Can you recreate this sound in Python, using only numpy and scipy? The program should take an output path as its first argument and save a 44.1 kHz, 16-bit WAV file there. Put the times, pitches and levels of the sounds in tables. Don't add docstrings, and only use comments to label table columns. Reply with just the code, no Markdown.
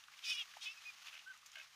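import sys
import numpy as np
from scipy import signal
from scipy.fft import rfft, irfft
from scipy.io import wavfile

SR = 44100
rng = np.random.default_rng(int(sys.argv[2]) if len(sys.argv) > 2 else 0)


def transcribe(signal):
    frames = np.atleast_2d(signal).T
    limited = np.clip(frames, -1, 1)
    pcm = np.round(limited * 32767).astype(np.int16)
    wavfile.write(sys.argv[1], SR, pcm)


N = 77175
T = np.arange(N) / SR


def from_db(db):
    return 10 ** (np.asarray(db) / 20)


def unit_rms(x):
    return x / np.sqrt(np.mean(x ** 2) + 1e-20)


def in_time(rows):
    times, *columns = np.transpose(rows)
    return [np.interp(T, times, column) for column in columns]


def level_at(spectrum, hz):
    f, db = np.transpose(spectrum)
    return np.interp(np.log(hz + 1), np.log(f), db)


def coloured(x, spectrum):
    gain = from_db(level_at(spectrum, np.arange(N // 2 + 1) * SR / N))
    return unit_rms(irfft(rfft(x) * gain, N))


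def noise():
    return rng.standard_normal(N)


def drift(corner_hz):
    r = np.exp(-2 * np.pi * corner_hz / SR)
    return unit_rms(signal.lfilter([1], [1, -2 * r, r * r], rng.standard_normal(2 * N))[N:])


def resonate(x, hz, width_hz):
    r = np.exp(-np.pi * width_hz / SR)
    feedback = [1, -2 * r * np.cos(2 * np.pi * hz / SR), r * r]
    return signal.lfilter(np.array([1, 0, -1]) * (1 - r * r) / 2, feedback, x + 1e-18)


def gate(start, end, attack_s, release_s):
    ramp = np.minimum((T - start) / attack_s, (end - T) / release_s)
    return np.sin(np.pi / 2 * np.clip(ramp, 0, 1))


# f/Hz, relative level/dB
AIR_SPECTRUM = [(25, -4.5), (60, 2), (110, 2), (200, -0.5), (350, -6.5), (600, -4.5), (1200, 6.5),
                (4000, -3), (8000, 0), (15000, -12.5)]


def outdoor_hiss():
    return from_db(-74) * coloured(noise(), AIR_SPECTRUM)


# f/Hz, relative level/dB
STRAW_SPECTRUM = [(300, -36), (550, -18), (800, -6.5), (1000, -6), (1170, 1.5), (1400, -0.5), (2000, 0.5),
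                  (2900, 2), (4300, -2), (6600, -3.5), (7800, -15), (11000, -17), (15000, -19)]
# t/s, relative level/dB
RUSTLE_ENVELOPE = [(0, -60.5), (.07, -66.5), (.13, -61.5), (.21, -60.5), (.45, -59.5), (.52, -58),
                   (.6, -59), (.76, -57.5), (.81, -60.5), (.85, -57), (.93, -59.5), (1.01, -59.5),
                   (1.07, -56), (1.11, -58), (1.2, -61), (1.245, -65), (1.35, -63), (1.41, -67.5),
                   (1.46, -62), (1.5, -63), (1.6, -58.5), (1.66, -62), (1.7, -66.5), (1.75, -62.5)]


def straw_rustle(crackles_per_s=260, crackle_db=-10.5, flicker_db=1.63, trim_db=-1):
    level_db, = in_time(RUSTLE_ENVELOPE)
    crackles = (rng.random(N) < crackles_per_s / SR) * noise()
    straw = coloured(noise(), STRAW_SPECTRUM) + from_db(crackle_db) * coloured(crackles, STRAW_SPECTRUM)
    return from_db(level_db + trim_db + flicker_db * drift(40)) * straw


# delay/s, relative level/dB
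REFLECTION_PATHS = [(.0047, -18), (.013, -18.5), (0.027, -38.5)]


def reflections(direct):
    return sum(from_db(db) * np.interp(T - delay, T, direct) for delay, db in REFLECTION_PATHS)


# t/s, envelope peak level/dB, f/Hz, duration/s
SUCKLING_PLOPS = [(0.417, -61, 846, 0.0097), (0.5674, -45.5, 818, 0.006), (1.2205, -63, 860, 0.006)]


def plop(start, db, hz, length):
    progress = np.clip((T - start) / length, 0, 1)
    return from_db(db) * np.sin(np.pi * progress) ** 2 * np.sin(2 * np.pi * hz * (T - start))


# t/s, level before the envelope/dB, decay time/s, f/Hz
NOISE_BURSTS = [(0.0378, -50, 0.0029, 3200), (.0822, -51.5, 0.0042, 1300), (.136, -53.5, 0.0058, 2230),
                (0.186, -46, 0.0015, 3380), (0.1903, -44, 0.0026, 2960), (.2144, -56, 0.0021, 2800),
                (.537, -50, 0.0042, 1610), (0.57, -46.5, 0.0021, 2340), (1.059, -57, 0.013, 4400),
                (1.1308, -55, 0.0032, 2530), (1.1662, -69, 0.0017, 2700), (1.336, -60, 0.025, 1260),
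                (1.375, -50, 0.0014, 7900), (1.429, -61.5, .007, 1210), (1.46, -51, 0.0088, 6900),
                (1.517, -52, 0.0026, 6850), (1.53, -51.5, 0.0034, 3040), (1.5565, -46.5, 0.0029, 2980),
                (1.658, -61, 0.0038, 1390)]


def noise_burst(start, db, decay_s, hz, q=3.9, attack_s=.0015):
    age = np.maximum(T - start, 0)
    body = unit_rms(resonate(coloured(noise(), STRAW_SPECTRUM), hz, hz / q))
    treble = from_db(-14) * unit_rms(resonate(noise(), 2 * hz, 2 * hz))
    return from_db(db) * (body + treble) * np.minimum(age / attack_s, 1) * np.exp(-age / decay_s)


# f/Hz, bandwidth before widening/Hz, relative level/dB
SNOUT_FORMANTS = [(646, 75, -16.5), (1590, 87, -1), (2167, 98, -1), (2550, 73, 2.5), (2950, 214, 5),
                  (3570, 270, -2), (5300, 780, -19), (6600, 1100, -23)]
# t/s, duration/s, level/dB, pulse rate/Hz, low-formant gain/dB, high-formant gain/dB,
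# hoarseness (bandwidth factor)
GRUNT_CALLS = [(1.0696, 0.029, -54, 78, -6.5, -4, 3.5), (1.127, 0.051, -55, 81, -1.5, -5, 1.9),
               (1.192, 0.0085, -54, 89, -19, 5, 3), (1.5545, 0.055, -53, 71, 4.5, -9, 0.76)]


def grunt(start, length, db, pulse_hz, low_db, high_db, hoarseness):
    edge_s, pulse_decay_s, pulse_floor, uneven_db = .004, .0045, .13, .9
    pulse_age = ((T - start) * pulse_hz % 1) / pulse_hz
    puffs = pulse_floor + np.exp(-pulse_age / pulse_decay_s)
    puffs *= gate(start - edge_s, start + length + edge_s, edge_s, edge_s)
    puffs *= from_db(uneven_db * drift(pulse_hz))
    tilt = [(1600, low_db), (2600, 0), (4500, high_db)]
    snout = 0
    for hz, width_hz, formant_db in SNOUT_FORMANTS:
        widened_hz = 2 * width_hz * hoarseness
        ring = resonate(resonate(puffs * noise(), hz, widened_hz), hz, widened_hz)
        snout += from_db(formant_db + level_at(tilt, hz)) * unit_rms(ring)
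    return from_db(db) * unit_rms(snout) * np.sqrt(length * SR / N)


# t/s, duration/s, f/Hz, pitch arch/Hz, pitch glide/Hz, level/dB, relative octave level/dB
PEEP_CALLS = [(0.762, 0.037, 2535, 13, -130, -57.5, -8), (0.85, 0.062, 2420, 76, -70, -48.5, -16),
              (1.258, 0.072, 1430, 130, 9.5, -53, -17)]


def peep(start, length, pitch_hz, arch_hz, glide_hz, db, octave_db, jitter=.007, shimmer_db=1.0):
    position = np.clip(2 * (T - start) / length - 1, -1, 1)
    contour_hz = pitch_hz + arch_hz * (1 - position ** 2) + glide_hz * position / 2
    phase = 2 * np.pi * np.cumsum(contour_hz * (1 + jitter * drift(90))) / SR
    tone = np.sqrt(2) * (np.sin(phase) + from_db(octave_db) * np.sin(2 * phase))
    envelope = gate(start, start + length, attack_s=.022, release_s=.024)
    return from_db(db + shimmer_db * drift(90)) * envelope * tone


def mouth_resonance(offset_hz, half_width_hz=470):
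    return 1 / (1 + (offset_hz / half_width_hz) ** 2)


# f/Hz, relative level/dB
THROAT_SPECTRUM = [(450, -28), (1000, -36), (1600, -35), (2050, -13), (2450, 0), (2900, 0.5), (3450, 5),
                   (4000, -12), (4500, -6.5), (4950, -0.5), (5500, 0), (6000, -12), (6600, -16),
                   (7400, -26), (8400, -13), (11000, -22.5), (15000, -32)]
RASP_SPECTRUM = [(300, -37), (800, -36), (1300, -19), (2100, -12), (2450, -0.5), (2750, -4.5), (3250, -3.5),
                 (3800, 0), (4150, -18.5), (6000, -31.5)]
HISS_SPECTRUM = [(300, -61), (3000, -37), (4200, -1), (5000, 2), (5600, 3.5), (6500, -1.5), (7400, -10),
                 (8400, -12.5), (10500, -16), (12500, -36), (15000, -19)]
# t/s, fundamental f/Hz, voice level/dB, mouth resonance f/Hz,
# mouth boost/dB, treble gain/dB, rasp level/dB, hiss level/dB
SQUEAL_CONTOURS = [
    [(.22, 520, -73, 3200, 2, -16, -85, -70), (.242, 525, -48.5, 3240, 10, -18, -50.5, -59.5),
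     (.258, 488.6, -54, 2850, 16, -13, -49, -46.5), (.271, 495, -46, 2450, 16, 3, -51, -52),
     (.3, 495, -40, 2490, 11, 6, -44.5, -48.5), (.319, 514, -39, 2640, 12, -5, -45, -52),
     (.333, 488, -43, 2780, 12.5, -7, -53, -49), (.352, 474, -43, 3040, 7, 4, -76, -63),
     (.371, 486.7, -45.5, 2600, 21, -9.5, -50.5, -59.5), (.399, 476, -41, 2950, 18, 0, -50, -62.5),
     (.413, 467, -43, 3170, 24, -22, -51.5, -57.5), (.426, 448, -46, 2400, 16, -30, -55, -65),
     (.438, 415, -66, 2100, 32, -15, -90, -60)],
    [(.604, 450, -80, 3500, 10, -8, -70, -72), (.618, 455, -51, 3650, 16, -6, -57, -58),
     (.633, 478, -46, 4150, 25, 0, -56, -53), (.647, 452, -55, 3600, 8, 3, -54, -55),
     (.66, 421, -52, 2500, 9, -8, -53, -58), (.672, 428, -45.5, 2500, 19, -11, -52, -60),
     (.697, 436, -49.5, 2540, 16, -7, -65, -72), (.72, 447, -52.5, 2630, 27, 4.5, -61, -68),
     (.74, 451, -73, 2680, 8, 3, -67, -72)],
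]


def squeal(contour, jitter=.0025, shimmer=.15, roughness=.2, fray=.15):
    treble_hz, octave_share, puff_depth = 4330, .45, .5
    pitch_hz, voice_db, mouth_hz, boost_db, treble_db, rasp_db, hiss_db = in_time(contour)
    phase = 2 * np.pi * np.cumsum(pitch_hz * (1 + jitter * drift(90))) / SR
    on = (T > contour[0][0]) & (T < contour[-1][0])
    voice, power = np.zeros(N), np.full(N, 1e-12)
    for k in range(1, 29):
        hz = k * pitch_hz[on]
        mouth = mouth_resonance(hz - mouth_hz[on])
        mouth += octave_share * mouth_resonance(hz - 2 * mouth_hz[on])
        shelf_db = treble_db[on] / (1 + (treble_hz / hz) ** 20)
        gain = from_db(level_at(THROAT_SPECTRUM, hz) + boost_db[on] * mouth + shelf_db)
        wobble = 1 + roughness * hz / treble_hz * (drift(45)[on] + 1j * drift(45)[on])
        wobble += fray * drift(200)[on]
        harmonic = np.exp(1j * (k * phase[on] + rng.uniform(0, 2 * np.pi)))
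        voice[on] += gain * np.real(wobble * harmonic)
        power[on] += gain ** 2 / 2
    puffs = 1 + puff_depth * np.cos(phase)
    rasp = from_db(rasp_db) * coloured(puffs * noise(), RASP_SPECTRUM)
    hiss = from_db(hiss_db) * coloured(puffs * noise(), HISS_SPECTRUM)
    voice *= from_db(voice_db) * (1 + shimmer * drift(124)) / np.sqrt(power)
    return voice + on * (rasp + hiss)


def scene():
    direct = sum(squeal(contour) for contour in SQUEAL_CONTOURS)
    direct += sum(peep(*row) for row in PEEP_CALLS)
    direct += sum(grunt(*row) for row in GRUNT_CALLS)
    direct += sum(noise_burst(*row) for row in NOISE_BURSTS)
    direct += sum(plop(*row) for row in SUCKLING_PLOPS)
    return (direct + reflections(direct) + straw_rustle() + outdoor_hiss())[None]


def record(dry):
    cutoff_hz = 15450
    return signal.sosfilt(signal.ellip(12, .1, 70, cutoff_hz, fs=SR, output="sos"), dry)


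dry = scene()
out = record(dry)
transcribe(out)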